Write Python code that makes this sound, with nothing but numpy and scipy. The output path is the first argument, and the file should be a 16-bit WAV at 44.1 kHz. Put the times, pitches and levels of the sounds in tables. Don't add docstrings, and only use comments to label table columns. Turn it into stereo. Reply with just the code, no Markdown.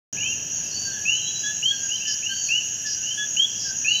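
import sys
import numpy as np
from scipy import signal
from scipy.fft import rfft, irfft
from scipy.io import wavfile

SR = 44100
rng = np.random.default_rng(int(sys.argv[2]) if len(sys.argv) > 2 else 0)


def transcribe(signal):
    frames = np.atleast_2d(signal).T
    limited = np.clip(frames, -1, 1)
    pcm = np.round(limited * 32767).astype(np.int16)
    wavfile.write(sys.argv[1], SR, pcm)


N = 176400
TIME = np.arange(N) / SR


def amp(db):
    return 10 ** (np.asarray(db) / 20)


def unit(x):
    return x / np.sqrt(np.mean(x ** 2) + 1e-20)


def value_at(points, hz):
    row_hz, value = np.transpose(points)
    return np.interp(np.log(hz + 1), np.log(row_hz + 1), value)


def pan(db):
    return amp(np.array([[db], [-db]]) / 2)


def wander(size, hz):
    rates = np.fft.rfftfreq(N, 1 / SR)
    return unit(irfft(rfft(rng.standard_normal(N)) / (1 + (rates / hz) ** 4), N))[:size]


def fade(t, attack_s, release_s):
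    return np.clip(t / attack_s, 0, 1) * np.clip((t[-1] - t) / release_s, 0, 1)


def swells(rows, width_s):
    return np.sqrt(sum(amp(db) ** 2 * np.exp(-.5 * ((TIME - s) / width_s) ** 2) for s, db in rows))


# frequency_hz, likeness
EAR_LIKENESS = [(30, 0.88), (130, 0.99), (300, 0.69), (600, 0.5), (1500, 0.58), (3000, 0.82), (6000, 0.93),
                (9000, 0.96), (13000, 1)]

def noise(spectrum):
    hz = np.fft.rfftfreq(N, 1 / SR)
    likeness = value_at(EAR_LIKENESS, hz)
    mid, side = rfft(rng.standard_normal((2, N))) * np.sqrt([1 + likeness, 1 - likeness])
    return unit(irfft(np.array([mid + side, mid - side]) * amp(value_at(spectrum, hz)), N))


def forest(call, echo_db, pan_db=0):
    t = np.arange(SR) / SR
    leaves_s, trees_s = 0.12, 0.83
    build_s, likeness = 0.0067, 0.85
    decay = unit(1000 ** (-t / leaves_s)) + amp(-1.5) * unit(1000 ** (-t / trees_s))
    mid, side = rng.standard_normal((2, SR)) * (rng.random((2, SR)) < .1)
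    echoes = mid * np.sqrt(1 + likeness) + np.array([side, -side]) * np.sqrt(1 - likeness)
    echoes *= decay * np.minimum(t / build_s, 1)
    echoes *= amp(echo_db) / np.linalg.norm(echoes[0])
    echoes[:, :1] += pan(pan_db)
    return signal.fftconvolve(call[None], echoes, axes=1) / np.sqrt(1 + amp(echo_db) ** 2)


# frequency_hz, relative_db
RUMBLE_COLOUR = [(20, -26), (40, -19), (70, -6), (120, 0.5), (170, -2.5), (250, -5), (480, -12),
                 (720, -11.5), (1100, -19), (2200, -19), (4000, -17.5), (7500, -20), (8500, -80),
                 (9300, -26.5), (12400, -27.5), (13200, -21.5), (14000, -29), (15600, -29.5)]
# time_s, gain_db
RUMBLE_DRIFT = [(0, 4), (1, 1.5), (2.4, -2.5), (4, 0.5)]

def rumble_and_hiss():
    bed = amp(-45.5) * noise(RUMBLE_COLOUR)
    rumble = signal.sosfiltfilt(signal.butter(2, 1500, fs=SR, output="sos"), bed)
    hiss = bed - rumble
    return hiss + rumble * amp(np.interp(TIME, *np.transpose(RUMBLE_DRIFT)))


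# frequency_hz, relative_db
FAR_FROG_COLOUR = [(1200, -67), (1450, -17), (1570, -9), (1700, -4.5), (1850, -17), (2250, -36),
                   (2500, -11.5), (2750, -0.5), (3100, -2), (3350, -13.5), (3500, -56), (4500, -52)]

def far_frogs():
    return amp(-44 + 0.64 * wander(N, hz=4)) * noise(FAR_FROG_COLOUR)


# frequency_hz, relative_db
INSECT_COLOUR = [(3500, -67), (4650, -36), (5000, -25), (5200, -19), (5500, -19), (5620, -12.5), (5710, -4),
                 (5790, -3.5), (5860, 1), (5950, -4.5), (6070, -16), (6250, -19.5), (6400, -0.5),
                 (6660, -2.5), (6800, -9.5), (7050, -15), (7350, -28), (7800, -31), (8400, -62),
                 (9500, -70)]
# frequency_hz, relative_db
THROB_COLOUR = [(5900, -45), (6250, -1), (6420, -0.5), (6560, -2.5), (6660, 10), (6780, 1.5), (7050, -13.5),
                (7700, -51), (8500, -98)]
# peak_s, level_db
INSECT_THROBS = [(.22, -34), (.32, -33.5), (.58, -30.5), (.84, -34.5), (1.14, -28.5), (1.3, -32.5),
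                 (1.47, -29), (1.6, -33.5), (1.87, -27), (2.12, -29.5), (2.22, -33.5), (2.44, -27),
                 (2.7, -29.5), (2.85, -37), (3.06, -31.5), (3.18, -38), (3.35, -30), (3.62, -33),
                 (3.78, -31.5), (3.9, -29)]

def insects():
    steady = amp(-30) * noise(INSECT_COLOUR)
    throbs = swells(INSECT_THROBS, width_s=0.039) * noise(THROB_COLOUR)
    wing_flutter = unit(amp(0.5 * wander(N, hz=130)))
    return (steady + throbs) * wing_flutter * pan(db=-1)


# time_s, pitch_hz, level_db
CRICKET_PATH = [(.1, 7220, -67), (.8, 7285, -48), (1.2, 7322, -52), (1.7, 7400, -49), (2.05, 7150, -62),
                (2.3, 7350, -49), (2.85, 7260, -46), (3.05, 7330, -57.5), (3.5, 7470, -48), (4, 7140, -63)]

def cricket(stroke_hz=140.3):
    time_s, pitch_hz, level_db = np.transpose(CRICKET_PATH)
    hz = np.interp(TIME, time_s, pitch_hz) + 2 * wander(N, hz=9.9)
    phase = 2 * np.pi * np.cumsum(hz) / SR
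    lower_tone = np.sin(phase - 2 * np.pi * stroke_hz * TIME)
    return amp(np.interp(TIME, time_s, level_db)) * (np.sin(phase) + lower_tone)


# start_s, length_s, first_hz, last_hz, level_db, octave_db, echo_db
FROG_HOOTS = [(0.136, 0.11, 1686, 1703, -49.5, -23, -7), (0.844, 0.079, 1605, 1530, -36.5, -18, 6),
              (0.901, 0.087, 1740, 1612, -37, -13, 6.5), (1.429, 0.1, 1674, 1711, -32, -1, -11),
              (1.701, 0.071, 1642, 1566, -37, -30, -4), (1.78, 0.102, 1629, 1565, -42, -25, -4),
              (2.05, 0.067, 1758, 1641, -38.5, -13, 0.5), (2.286, 0.062, 1606, 1533, -33.5, -30, -1),
              (2.841, 0.064, 1750, 1660, -35.5, -18, -7.5), (2.953, 0.086, 1545, 1543, -53.5, -33, -10),
              (3.17, 0.093, 1688, 1703, -29, -1.5, -14), (3.644, 0.069, 1635, 1503, -34, -45.5, -2),
              (3.801, 0.066, 1774, 1634, -40, -28, 11)]

def hoot(length_s, first_hz, last_hz, level_db, octave_db, echo_db):
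    t = np.arange(0, length_s, 1 / SR)
    hz = first_hz + (last_hz - first_hz) * (t / length_s) ** 2
    phase = 2 * np.pi * np.cumsum(hz * (1 + 0.0035 * wander(len(t), hz=90))) / SR
    swell = amp(-7 * (2 * t / length_s - 1) ** 2)
    tone = np.sqrt(2) * (np.sin(phase) + amp(octave_db) * np.sin(2 * phase))
    call = amp(level_db) * swell * fade(t, attack_s=0.011, release_s=.015) * tone
    return forest(call, echo_db, pan_db=-3.5)


# progress (0 to 1), relative_db
WHISTLE_LOUDNESS = [(0, -5), (.08, -3), (.16, -4), (.27, -6), (.34, 6), (.39, 5), (.46, -7), (.54, 0),
                    (.66, 2), (.78, -3), (.86, 2), (1, -5)]
# start_s, length_s, first_hz, last_hz, flick_hz, level_db, pan_db, echo_db
FROG_WHISTLES = [(0.169, 0.12, 2490, 3160, 400, -29.5, -2, -0.5),
                 (0.223, .11, 2360, 2800, 50, -30, -4.5, -1.5), (.61, .09, 2433, 2780, 295, -46, 3, 3),
                 (1.052, 0.099, 2487, 2980, -9, -21, -2, -1.5), (1.119, 0.087, 2800, 3165, 0, -31.5, 1, 0),
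                 (1.212, 0.079, 2900, 3296, 0, -36.5, -4, 7), (1.626, .1, 2852, 3310, 382, -21, -5.5, -9.5),
                 (1.89, 0.079, 2673, 3116, -3, -28, -5, -1.5),
                 (1.993, .09, 2560, 3089, 105, -31.5, -11, 16), (2.057, .085, 2816, 3086, -6, -35.5, -3, 7),
                 (2.225, 0.12, 2567, 3142, 400, -29.5, 1, 0.5),
                 (2.488, .102, 2520, 2966, 6, -20.5, 2.5, -2.5),
                 (3.028, 0.13, 2704, 3160, 1, -32.5, -2, 0.5),
                 (3.3671, .093, 2893, 3345, 401, -19.5, -6, -7.5),
                 (3.845, 0.12, 2456, 3030, -12, -20, 0, -2.5)]

def whistle(length_s, first_hz, last_hz, flick_hz, level_db, pan_db, echo_db):
    t = np.arange(0, length_s, 1 / SR)
    hz = last_hz - (last_hz - first_hz) * (1 - t / length_s) ** 1.7
    hz -= flick_hz * np.exp(-t / .0025)
    phase = 2 * np.pi * np.cumsum(hz * (1 + 0.0027 * wander(len(t), hz=161))) / SR
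    tone = np.sin(phase) + amp(-64) * np.sin(3 * phase)
    loudness = amp(np.interp(t / length_s, *np.transpose(WHISTLE_LOUDNESS)))
    loudness *= fade(t, attack_s=.002, release_s=0.0036)
    return forest(amp(level_db) * unit(loudness * tone), echo_db, pan_db)


# frequency_hz, relative_db
RASP_COLOUR = [(7000, -54), (9300, -2), (10500, 2), (12000, 4), (13500, -24), (16000, -25)]
# peak_s, level_db
KATYDID_RASPS = [(.32, -57), (.485, -76), (.655, -56), (.825, -57), (1.01, -57), (1.67, -65), (1.935, -60),
                 (2.14, -57), (2.32, -56), (2.49, -56), (2.66, -56), (2.83, -56.5)]

def katydid():
    return swells(KATYDID_RASPS, width_s=0.013) * noise(RASP_COLOUR)


# frequency_hz, relative_db
CHIRP_COLOUR = [(7000, -47), (8400, 11), (9100, 21), (10000, -23), (12000, -42)]
# peak_s, level_db
INSECT_CHIRPS = [(.38, -62), (1.095, -65), (3.165, -54), (3.6, -63), (3.85, -61), (3.91, -60), (3.97, -58)]

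def chirps():
    return swells(INSECT_CHIRPS, width_s=0.016) * noise(CHIRP_COLOUR)


# start_s, length_s, top_hz, droop_hz, level_db, attack_s, trill (0 to 1), echo_db
FROG_NOTES = [(0.544, .075, 4500, 76, -50, 0.0108, 1, -29), (0.709, 0.22, 4560, 230, -35, 0.01, 0.02, 1),
              (1.137, .11, 3985, 105, -39.5, .04, 0.1, 0), (1.248, 0.078, 3958, 8, -31.5, 0.029, .1, -6),
              (1.33, 0.07, 3958, 8, -35, 0.01, 0.2, -2.5), (1.422, 0.21, 3958, 14, -55, 0.026, 0.45, -10),
              (1.659, 0.15, 4420, 61, -43.5, .01, 0.9, -4), (1.95, .04, 4050, 200, -43, 0.0095, 1, 0),
              (2.29, .21, 4560, 310, -37.5, 0.0091, 0.35, 0.5),
              (3.868, 0.24, 3967, 15, -31.5, 0.14, 0.2, 2), (3.877, 0.19, 4530, 180, -39, 0.0052, 0.76, 1)]

def thin_note(length_s, top_hz, droop_hz, level_db, attack_s, trill, echo_db):
    t = np.arange(0, length_s, 1 / SR)
    trill_hz, full_swing_hz = 83.4, 130
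    beat = 2 * np.pi * trill_hz * t
    hz = top_hz - droop_hz * abs(2 * t / length_s - 1) ** 3
    hz += trill ** 2 * full_swing_hz * np.cos(beat)
    loudness = (1 + trill * np.sin(beat)) * amp(1.65 * wander(len(t), hz=40))
    tone = unit(loudness * np.sin(2 * np.pi * np.cumsum(hz) / SR))
    return forest(amp(level_db) * fade(t, attack_s, release_s=0.022) * tone, echo_db)


# frequency_hz, relative_db
THROAT_COLOUR = [(3400, -26), (4200, -16), (4800, 0), (5400, 3.5), (5750, 6.5), (6300, -39), (7500, -33)]
# start_s, length_s, pulse_hz, level_db, jitter (share of pulse_hz), echo_db
FROG_BUZZES = [(0.614, .14, 304, -43.5, 0.0028, 1), (1.355, 0.12, 300.5, -42, 0.0024, 0),
               (1.802, 0.25, 303, -43, 0.0025, 0), (2.072, 0.078, 300.4, -28.5, 0.0058, -12),
               (2.45, 0.13, 299, -42.5, .004, -1), (2.858, 0.097, 302.8, -29.5, 0.011, -5.5),
               (3.015, 0.18, 302, -44.5, .004, -5), (3.5, 0.19, 300, -40, .004, 2),
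               (3.598, 0.11, 303.5, -31, 0.0034, -10)]

def buzz(length_s, pulse_hz, level_db, jitter, echo_db):
    t = np.arange(0, length_s, 1 / SR)
    phase = 2 * np.pi * np.cumsum(pulse_hz * (1 + jitter * wander(len(t), hz=109))) / SR
    pulses = sum(amp(value_at(THROAT_COLOUR, k * pulse_hz)) * np.cos(k * phase) for k in range(11, 25))
    roughness = amp(1.5 * wander(len(t), hz=100))
    call = amp(level_db) * fade(t, attack_s=.005, release_s=0.0039) * unit(pulses * roughness)
    return forest(call, echo_db)


def scene():
    mix = rumble_and_hiss() + far_frogs() + insects() + cricket() + katydid() + chirps()
    frogs = (hoot, FROG_HOOTS), (whistle, FROG_WHISTLES), (thin_note, FROG_NOTES), (buzz, FROG_BUZZES)
    for voice, calls in frogs:
        for start_s, *settings in calls:
            start = round(start_s * SR)
            call = voice(*settings)[:, :N - start]
            mix[:, start:start + call.shape[1]] += call
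    return mix


def record(dry, silence_s=.128, cutoff_hz=15700):
    lowpass = signal.firwin(511, cutoff_hz, window=("kaiser", 9), fs=SR)
    return signal.oaconvolve(dry * (TIME >= silence_s), lowpass[None], "same")


dry = scene()
out = record(dry)
transcribe(out)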